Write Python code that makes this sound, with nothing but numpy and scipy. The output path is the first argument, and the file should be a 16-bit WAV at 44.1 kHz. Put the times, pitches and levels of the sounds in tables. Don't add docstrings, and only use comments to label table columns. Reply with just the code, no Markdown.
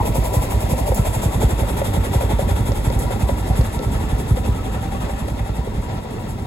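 import sys
import numpy as np
from scipy import signal
from scipy.fft import rfft, irfft, next_fast_len
from scipy.io import wavfile
from scipy.ndimage import uniform_filter1d

SR = 44100
rng = np.random.default_rng(int(sys.argv[2]) if len(sys.argv) > 2 else 0)


def generate_wav(signal):
    frames = np.transpose(np.atleast_2d(signal))
    scaled = np.clip(frames, -1, 1) * 32767
    pcm = np.round(scaled).astype(np.int16)
    wavfile.write(sys.argv[1], SR, pcm)


N = 285253
TIME = np.arange(N) / SR
FREQ = np.maximum(np.fft.rfftfreq(2 * N, 1 / SR), 1)


def undb(db):
    return 10 ** (np.asarray(db) / 20)


def unit(x):
    return x / np.sqrt(np.mean(x ** 2))


def shape(points):
    hz, value = np.transpose(points)
    return np.interp(np.log(FREQ), np.log(hz), value)


def band(hz, q):
    return 1 / (1 + (q * (FREQ / hz - hz / FREQ)) ** 2)


def filtered(x, response):
    size = next_fast_len(x.shape[-1] + 8192)
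    gain = np.interp(np.fft.rfftfreq(size, 1 / SR), FREQ, response)
    return irfft(rfft(x, size) * gain, size)[..., :x.shape[-1]]


def noise(spectrum):
    return unit(filtered(rng.standard_normal((2, N)), undb(shape(spectrum))))


def walk(rate):
    hold = int(SR / rate)
    steps = np.repeat(rng.standard_normal(N // hold + 1), hold)
    return 0.95 * uniform_filter1d(uniform_filter1d(steps, hold), hold)[:N]


def add(out, start, sound):
    i = max(int(start * SR), 0)
    out[..., i:i + sound.shape[-1]] += sound[..., :max(N - i, 0)]


def fade(t, t60):
    return np.exp(-np.log(1000) * t / t60)


def scattered(x, t60):
    t = np.arange(SR // 4) / SR
    tail = rng.standard_normal(len(t)) * fade(t, t60)
    return np.array([x, signal.fftconvolve(x, tail / np.linalg.norm(tail))[:N]])


def turn_rate(s, top_rate=2.7956, fastest_s=1.91, easing=.00562):
    return top_rate - easing * (s - fastest_s) ** 2


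# thump delay/s, thump level/dB, puff delay/s, puff level/dB
VALVE_GROOVE = [(0.0019, -1.5, 0.039, 1.5), (0.0013, -3.5, 0.041, 2), (0, -2.5, 0.046, 1.5),
                (.0045, -5.5, 0.049, 3)]
# t/s, thump level/dB, hiss level/dB, bark level/dB
ENGINE_FADERS = [(0, -3.5, -33.5, -33.5), (1, 0.5, -34.5, -35), (2.2, -0.5, -36.5, -34.5),
                 (3, -3.5, -37.6, -38.5), (3.8, -4.5, -40, -40), (4.4, -9, -45, -40.5),
                 (5.1, -7, -42.5, -42.5), (5.6, -6, -47.5, -45), (6.47, -26, -51.5, -49.5)]
# t/s, thump trim/dB, hiss trim/dB, swoop trim/dB
BEAT_ACCENTS = [(.18, 4, -0.5, -7), (.27, 1.5, 1, -7), (.36, -5, 0.5, 6), (.45, -9, -1, -2),
                (.54, 2.5, -1, -12), (.63, 2.5, 0.5, -7), (.9, 0.5, 1, 10.5), (.99, -4, 0, 10),
                (1.08, -1.5, 1, 3), (1.17, -8, 0.5, -5), (1.26, 1, -1, -4), (1.44, -3.5, -.5, 15),
                (1.8, -8, 1, -6), (1.88, -13, 0.5, 0), (1.97, 1.5, 0.5, -2), (2.06, -7, 1.5, 15),
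                (2.16, -1.5, 0, 12), (2.24, 1.5, -1, 6), (2.33, 0, 0.5, 9), (2.42, 2.5, 0.5, 5),
                (2.87, 2.5, -0.5, -3), (3.15, 0, -1, 3), (3.23, 3.5, 0, -18), (3.32, 2, -0.5, -2),
                (3.41, -1, -0.5, 0), (3.5, 8.5, 1.5, 0), (3.59, -5, 1.5, 7), (3.68, -15, 2, 0),
                (3.85, 6.5, 0.5, 2), (4.13, 5.5, 4, -9), (4.22, -18, 3, 0), (4.31, 1, 5, 0),
                (4.4, 3, 4.5, -11), (4.49, 7, 2, 6.5), (4.67, -2, 2, -7), (4.85, -5, 0.5, -4),
                (5.22, 0.5, 2, -7), (5.31, 4, -2.5, 5), (5.49, 3, 1.5, -12), (5.77, 4, 2, 1),
                (6.04, 2, 0.5, -7), (6.25, 9, 6.5, 4)]
def beats(jitter_s=.0007, thump_scatter_db=.8, puff_scatter_db=.5):
    quarters = len(VALVE_GROOVE) * np.cumsum(turn_rate(TIME)) / SR
    starts = np.interp(np.arange(int(quarters[-1]) + 1), quarters, TIME)
    valve = np.arange(len(starts)) % len(VALVE_GROOVE)
    thump_delay, thump_db, puff_delay, puff_db = np.array(VALVE_GROOVE)[valve].T
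    when, *levels = np.transpose(ENGINE_FADERS)
    thump, hiss, bark = (np.interp(starts, when, level) for level in levels)
    swoop = np.zeros(len(starts))
    for s, extra_thump, extra_hiss, extra_swoop in BEAT_ACCENTS:
        nearest = np.argmin(np.abs(starts - s))
        thump[nearest] += extra_thump
        hiss[nearest] += extra_hiss
        swoop[nearest] += extra_swoop
    late, kick, blow = rng.standard_normal((len(starts), 3)).T
    starts = starts + jitter_s * late
    thump = thump + thump_db + thump_scatter_db * kick
    puff_db = puff_db + puff_scatter_db * blow
    return np.transpose([starts + thump_delay, thump, thump + swoop,
                         starts + puff_delay, hiss + puff_db, bark + puff_db])


# f/Hz, width/Hz, level/dB
SMOKEBOX_MODES = [(56.1, 19.4, 49), (99.4, 23.8, 42), (139.5, 77, 35)]
# f/Hz, level/dB
WOOF_EQ = [(60, -16), (95, 0), (160, -2.5), (220, -7.5), (280, -8.5), (380, -20), (600, -12.5), (1200, -39),
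           (4000, -68)]
def thumps(strokes, woof_db=-19, woof_t60=.12, attack_s=.003):
    t = np.arange(SR // 5) / SR
    gust = np.minimum(t / attack_s, 1) * fade(np.maximum(t - attack_s, 0), woof_t60)
    kicks, rush = np.zeros(N), np.zeros(N)
    booming = [np.argmin(np.abs(strokes[:, 0] - s)) for s, _ in BOOM_CUES]
    for k, (s, db, *_) in enumerate(strokes):
        if k not in booming:
            add(kicks, s, undb([db]))
        add(rush, s, undb(db + woof_db) * gust)
    smokebox = sum((-1) ** k * undb(db) / (1 + 1j * (FREQ ** 2 - hz ** 2) / (FREQ * width)) ** 2
                   for k, (hz, width, db) in enumerate(SMOKEBOX_MODES))
    return scattered(filtered(kicks, smokebox), t60=.042) + rush * noise(WOOF_EQ)


def swoops(strokes, from_hz=980, to_hz=93, length_s=.036, lead_s=.024, gain_db=-28, flutter_hz=520):
    t = np.arange(int(length_s * SR)) / SR
    hz = np.linspace(from_hz, to_hz, len(t))
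    note = np.sin(np.pi * t / length_s) * np.exp(2j * np.pi * np.cumsum(hz) / SR)
    notes = np.zeros(N, complex)
    for s, _, db, *_ in strokes:
        add(notes, s - lead_s, undb(db + gain_db) * note)
    breathy = notes.real * walk(flutter_hz) + notes.imag * walk(flutter_hz)
    return scattered(breathy, t60=.042)


# t/s, rumble level/dB, rolling level/dB, clatter level/dB
CAR_FADERS = [(0, -27, -32.5, -56), (.7, -27.5, -34.5, -41.5), (1.4, -26.5, -35, -44),
              (2.2, -25, -35.5, -43.5), (3, -25.5, -34, -47), (3.7, -26, -34.5, -41.5),
              (4.4, -26.5, -37, -43.5), (5, -27.5, -36.5, -42), (5.6, -30.5, -37, -44),
              (6.47, -30, -37.5, -46)]
# f/Hz, level/dB
RUMBLE_EQ = [(12, -42), (22, -22), (32, -4), (55, -2.5), (75, -3), (100, 0), (150, -11), (215, -8),
             (300, -14.5), (450, -22), (900, -53)]
# f/Hz, level/dB
ROLL_EQ = [(200, -38), (400, 0.5), (600, 1.5), (690, -1), (780, -2.5), (980, -7), (1130, -11.5),
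           (1320, -13), (1600, -15.5), (1950, -9.5), (2400, -19.5), (3500, -19), (5000, -22.5),
           (15000, -42)]
def cars(rumble_db=3, rattle_db=-1, shake_db=2, rough_db=3):
    when, *levels = np.transpose(CAR_FADERS)
    body_db, rolling_db, clatter_db = (np.interp(TIME, when, level) for level in levels)
    rumble = undb(body_db + rumble_db + shake_db * walk(24.985)) * noise(RUMBLE_EQ)
    roar = undb(rough_db * walk(50)) * noise(ROLL_EQ)
    rolling = roar + undb(rattle_db) * rattle()
    return rumble + undb(rolling_db) * rolling + undb(clatter_db) * clatter()


def jolts(per_second, scatter_db, cap):
    hits = rng.random(N) < per_second / SR
    return hits * undb(scatter_db * np.minimum(rng.exponential(size=N), cap))


# f/Hz, t60/s, level/dB
FRAME_MODES = [(420, 0.05, 1.5), (590, 0.03, -8.5), (777.4, 0.11, -0.5), (958, 0.13, -3), (1135, 0.15, -8),
               (1329, 0.081, -7), (2645, 0.029, -14.5), (3790, 0.036, -19)]
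def rattle(wander=.02):
    t = np.arange(SR // 5) / SR
    out = np.zeros(N)
    for hz, t60, db in FRAME_MODES:
        hits = jolts(per_second=45, scatter_db=4, cap=3)
        swing = np.exp(2j * np.pi * np.cumsum(hz * (1 + wander * walk(12))) / SR)
        ring = signal.fftconvolve(hits / swing, fade(t, t60))[:N] * swing
        out += undb(db) * unit(ring.imag)
    return unit(scattered(out, t60=.08))


# f/Hz, level/dB
CLATTER_EQ = [(500, -22), (850, 10.5), (1300, 8), (1550, 1), (1750, 11), (1950, 2), (2300, -7.5), (2700, 6),
              (3700, -7.5), (5500, -12.5), (8000, -5.5), (14000, -32)]
def clatter(t60=.29):
    t = np.arange(SR // 8) / SR
    knocks = jolts(per_second=70, scatter_db=6.5, cap=2)
    power = signal.fftconvolve(knocks ** 2, fade(t, t60) ** 2)[:N]
    return unit(np.sqrt(np.abs(power)) * noise(CLATTER_EQ))


# t/s, level/dB, f/Hz, t60/s, Q
TICK_CUES = [(.002, -13, 864, 0.064, 6), (.139, -32, 560, 0.035, 1.6), (.522, -25, 800, .04, 1.2),
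             (0.945, -23.5, 11000, 0.077, 0.8), (.96, -33, 6900, .07, 5), (1.931, -27, 912, .035, 2.3),
             (2.719, -33, 4480, 0.033, 1.6), (2.901, -33, 4500, .02, 2), (2.989, -30, 9100, 0.16, 1.7),
             (3.289, -33, 3300, .04, 2), (3.611, -35, 4200, 0.033, 2), (3.647, -24, 900, 0.038, 1.4),
             (3.791, -29.5, 3800, .02, 1.5), (4.37, -31, 2670, .04, 1.5), (4.746, -28, 900, 0.041, 1.1),
             (5.094, -38, 1300, .05, 1), (5.281, -35, 2000, .05, 0.52), (5.391, -39, 1900, 0.17, 1.8)]
def ticks():
    out, t = np.zeros((2, N)), np.arange(SR // 6) / SR
    for s, db, hz, t60, q in TICK_CUES:
        burst = unit(filtered(rng.standard_normal((2, len(t))), band(hz, q)))
        add(out, s, undb(db) * fade(t, t60) * burst)
    return out


# t/s, level/dB, f/Hz, t60/s
CLINK_CUES = [(.002, -21, 1018, 0.16), (.355, -26.5, 1003, 0.49), (4.66, -29, 773, .15),
              (4.752, -29, 750, .13), (4.768, -35, 1460, .15), (4.825, -30, 780, 0.2),
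              (4.915, -26, 780, 0.19), (4.946, -28, 1120, 0.21), (4.947, -32, 970, 0.14),
              (5.012, -30, 1265, .12), (5.1, -27, 771, .16), (5.28, -35, 1300, .15), (5.385, -29, 780, .14),
              (5.39, -27, 945, .14), (6.29, -33, 890, .15)]
def clinks(contact_s=.0027):
    out, t = np.zeros(N), np.arange(SR // 3) / SR
    waver = 1 + .004 * walk(40)
    attack = 1 - np.exp(-t / contact_s)
    for s, db, hz, t60 in CLINK_CUES:
        phase = 2 * np.pi * np.cumsum(hz * np.interp(s + t, TIME, waver)) / SR
        add(out, s, undb(db) * attack * fade(t, t60) * np.sin(phase))
    return scattered(out, t60=.055)


# t/s, hiss and bark shares of the mean power
STEAM_WASH = [(0, .16, .35), (4, .18, .35), (6.47, .36, .6)]
def puffs(strokes, rise_s=.027, hold_s=.014, release_t60=.15, unevenness=.15, hiss_db=-.17, bark_db=5.5):
    t = np.arange(SR // 4) / SR
    power = np.zeros((2, N))
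    for *_, s, beat_hiss_db, beat_bark_db in strokes:
        slower, longer, scatter_db = rng.standard_normal(3)
        opening = np.minimum(t / (rise_s * np.exp(unevenness * slower)), 1)
        release = fade(np.maximum(t - rise_s - hold_s, 0), release_t60 * np.exp(unevenness * longer))
        puff = np.sin(np.pi / 2 * opening) ** 2 * release
        add(power, s, (undb([[beat_hiss_db], [beat_bark_db + scatter_db]]) * puff) ** 2)
    when, *shares = np.transpose(STEAM_WASH)
    wash = uniform_filter1d(power, SR // 3) * np.array([np.interp(TIME, when, x) for x in shares])
    hiss_envelope, bark_envelope = np.sqrt(np.abs(power + wash))
    hiss = hiss_envelope * undb(hiss_db) * cylinder_hiss()
    bark = bark_envelope * undb(bark_db) * chimney_bark()
    spatter = undb(.85 * walk(260))
    return spatter * (hiss + bark)


# f/Hz, level/dB
HISS_EQ = [(2500, -42), (4500, -3), (6200, -2.5), (7300, 2), (8300, 6), (9500, 4), (11500, 3.5), (13500, 0),
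           (15500, -14)]
def cylinder_hiss(top_hz=12800, top_db=5, fall_db_per_s=3, bite_db=4.5, abreast_s=1.3, width_s=.22):
    jet = noise(HISS_EQ)
    top = filtered(jet, 1 / (1 + (top_hz / FREQ) ** 16))
    jet = jet + (undb(top_db - fall_db_per_s * TIME) - 1) * top
    bite = filtered(jet, band(hz=7200, q=6.8))
    abreast = np.exp(-((TIME - abreast_s) / width_s) ** 2)
    return jet + (undb(bite_db) - 1) * abreast * bite


# f/Hz, level/dB
BARK_AHEAD_EQ = [(200, -13), (350, -9), (480, 14), (650, 18.5), (740, 9), (880, 14), (1010, 13.5),
                 (1220, -20), (1450, -8), (2200, -2), (2700, -2), (3600, -5), (4200, -12), (8000, -25)]
BARK_AWAY_EQ = [(150, -19), (350, 8), (560, 14.5), (700, 8.5), (900, 13.5), (1150, -1.5), (1400, 5),
                (1550, -0.5), (2000, 0), (2400, -3.5), (2900, -4.5), (3400, -0.5), (3700, -2.5),
                (4200, -11), (6000, -36), (9000, -43)]
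def chimney_bark():
    ahead = np.interp(TIME, [.9, 1.5], [1, 0])
    return np.sqrt(ahead) * noise(BARK_AHEAD_EQ) + np.sqrt(1 - ahead) * noise(BARK_AWAY_EQ)


# first axle t/s, first level/dB, second level/dB, ring f/Hz
BOGIE_CUES = [(.155, -14, -13.5, 508), (0.735, -14, -8.5, 502), (1.632, -12, -8, 532),
              (2.208, -10.5, -8.5, 537), (2.718, -13.5, -13, 534), (3.107, -12.5, -7.5, 547),
              (3.609, -13.5, -13.5, 486), (4.186, -38, -13.5, 483), (4.762, -25, -19, 557),
              (5.094, -14.5, -18, 552), (5.484, -37, -17, 390)]
def axles(gap_turns=.515):
    rows = []
    for s, first_db, second_db, hz in BOGIE_CUES:
        rows += [(s, first_db, hz), (s + gap_turns / turn_rate(s), second_db, hz)]
    return rows


# multiple of the ring pitch, t60/s, level/dB
WHEEL_MODES = [(0.996, 0.04, -0.5), (.8, 0.033, -11.5), (1.42, 0.046, -16), (2.44, 0.014, -13),
               (3.53, 0.068, -25), (4.7, .04, -37)]
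def clacks(ring_db=2.5, crunch_db=-9, dull_hz=2200, contact_s=.0012, ease_s=.005, diffuse_db=-5):
    t = np.arange(SR // 5) / SR
    attack = 1 - np.exp(-t / contact_s)
    bent_time = np.cumsum(1 + .14 * np.exp(-t / ease_s)) / SR
    rings, blows = np.zeros(N), np.zeros(N)
    for s, db, hz in axles():
        ring = np.zeros(len(t))
        for ratio, t60, mode_db in WHEEL_MODES:
            scatter_db, detune = rng.normal(0, [.29, .0082])
            phase = 2 * np.pi * hz * ratio * (1 + detune) * bent_time
            ring += undb(mode_db + scatter_db) * fade(t, t60) * np.sin(phase)
        add(rings, s, undb(db + ring_db) * ring * attack)
        add(blows, s, undb(db + crunch_db) * fade(t, t60=.035) * attack)
    ringing = scattered(rings, t60=.05)
    crunch = filtered(blows * noise(ROLL_EQ), 1 / (1 + (FREQ / dull_hz) ** 2))
    direct, diffuse = ringing + crunch
    return direct, undb(diffuse_db) * diffuse


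# t/s, level/dB
BOOM_CUES = [(.361, -6), (.9855, -7.5), (1.16, -11), (1.252, -8), (1.435, -4.2), (2.151, -8.5),
             (3.584, -5.8), (4.306, -5), (4.483, -7.5)]
def booms(from_hz=302, to_hz=42, drop_s=.01, swell_s=.015, ragged_db=1.2,
          rebound_hz=66, rebound_s=.038, rebound_width_s=.011, rebound_db=-6):
    t = np.arange(SR // 10) / SR
    hz = to_hz + (from_hz - to_hz) * np.exp(-t / drop_s)
    swell = (t / swell_s * np.exp(1 - t / swell_s)) ** 4
    after = t - rebound_s
    rebound = np.exp(-(after / rebound_width_s) ** 2) * np.sin(2 * np.pi * rebound_hz * after)
    out = np.zeros(N)
    for s, db in BOOM_CUES:
        detune = rng.normal(0, .03)
        wave = swell * np.sin(2 * np.pi * (1 + detune) * np.cumsum(hz) / SR)
        add(out, s, undb(db) * (wave + undb(rebound_db) * rebound))
    direct, diffuse = scattered(out * undb(ragged_db * walk(400)), t60=.042)
    return np.array([direct, diffuse / 2])


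# f/Hz, left lead/rad
STEREO_LEAD = [(0, 0), (230, -.2), (450, 1.2), (680, 1.5), (800, .7), (1050, 1.4), (1500, 3.1), (3000, 9.4),
               (4500, 16.3), (5400, 15.4), (6900, 12.6), (15700, 0)]
# f/Hz, likeness of the two sides (0 wide, 1 direct sound only)
STEREO_LIKENESS = [(100, 0.98), (200, 0.95), (400, 0.87), (650, 0.5), (780, 0.79), (920, 0.79),
                   (1400, 0.053), (1950, 0.58), (2400, 0.2), (2950, 0.92), (4200, 0.023), (5800, 0.68),
                   (7000, 1), (13000, 1)]
# f/Hz, left minus right level/dB
STEREO_BALANCE = [(60, -0.5), (200, -3), (400, -0.5), (560, 3.5), (720, 6), (900, 1.5), (1150, 5.5),
                  (2000, 2.5), (2900, 1.5), (3500, 3.5), (5000, 1), (6000, -0.5), (7000, 0)]
def ports(direct, diffuse, angle=1):
    likeness = np.clip(shape(STEREO_LIKENESS), 0, 1)
    lead = angle * np.interp(FREQ, *np.transpose(STEREO_LEAD))
    balance = undb(shape(STEREO_BALANCE) / 2)
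    balance_rms = np.sqrt((balance ** 2 + balance ** -2) / 2)
    channels = []
    for side in (1, -1):
        port = (balance * np.exp(.5j * lead)) ** side / balance_rms
        centre = filtered(direct, port * np.sqrt((1 + likeness) / 2))
        width = filtered(diffuse, port * np.sqrt((1 - likeness) / 2))
        channels.append(centre + side * width)
    return np.array(channels)


def scene(joint_angle=.88):
    strokes = beats()
    engine = thumps(strokes) + booms() + swoops(strokes) + puffs(strokes)
    train = engine + cars() + ticks() + clinks()
    return ports(*train) + ports(*clacks(), angle=joint_angle)


def record(dry, top_hz=15800):
    return signal.sosfilt(signal.ellip(10, .2, 80, top_hz, fs=SR, output="sos"), dry)


dry = scene()
out = record(dry)
generate_wav(out)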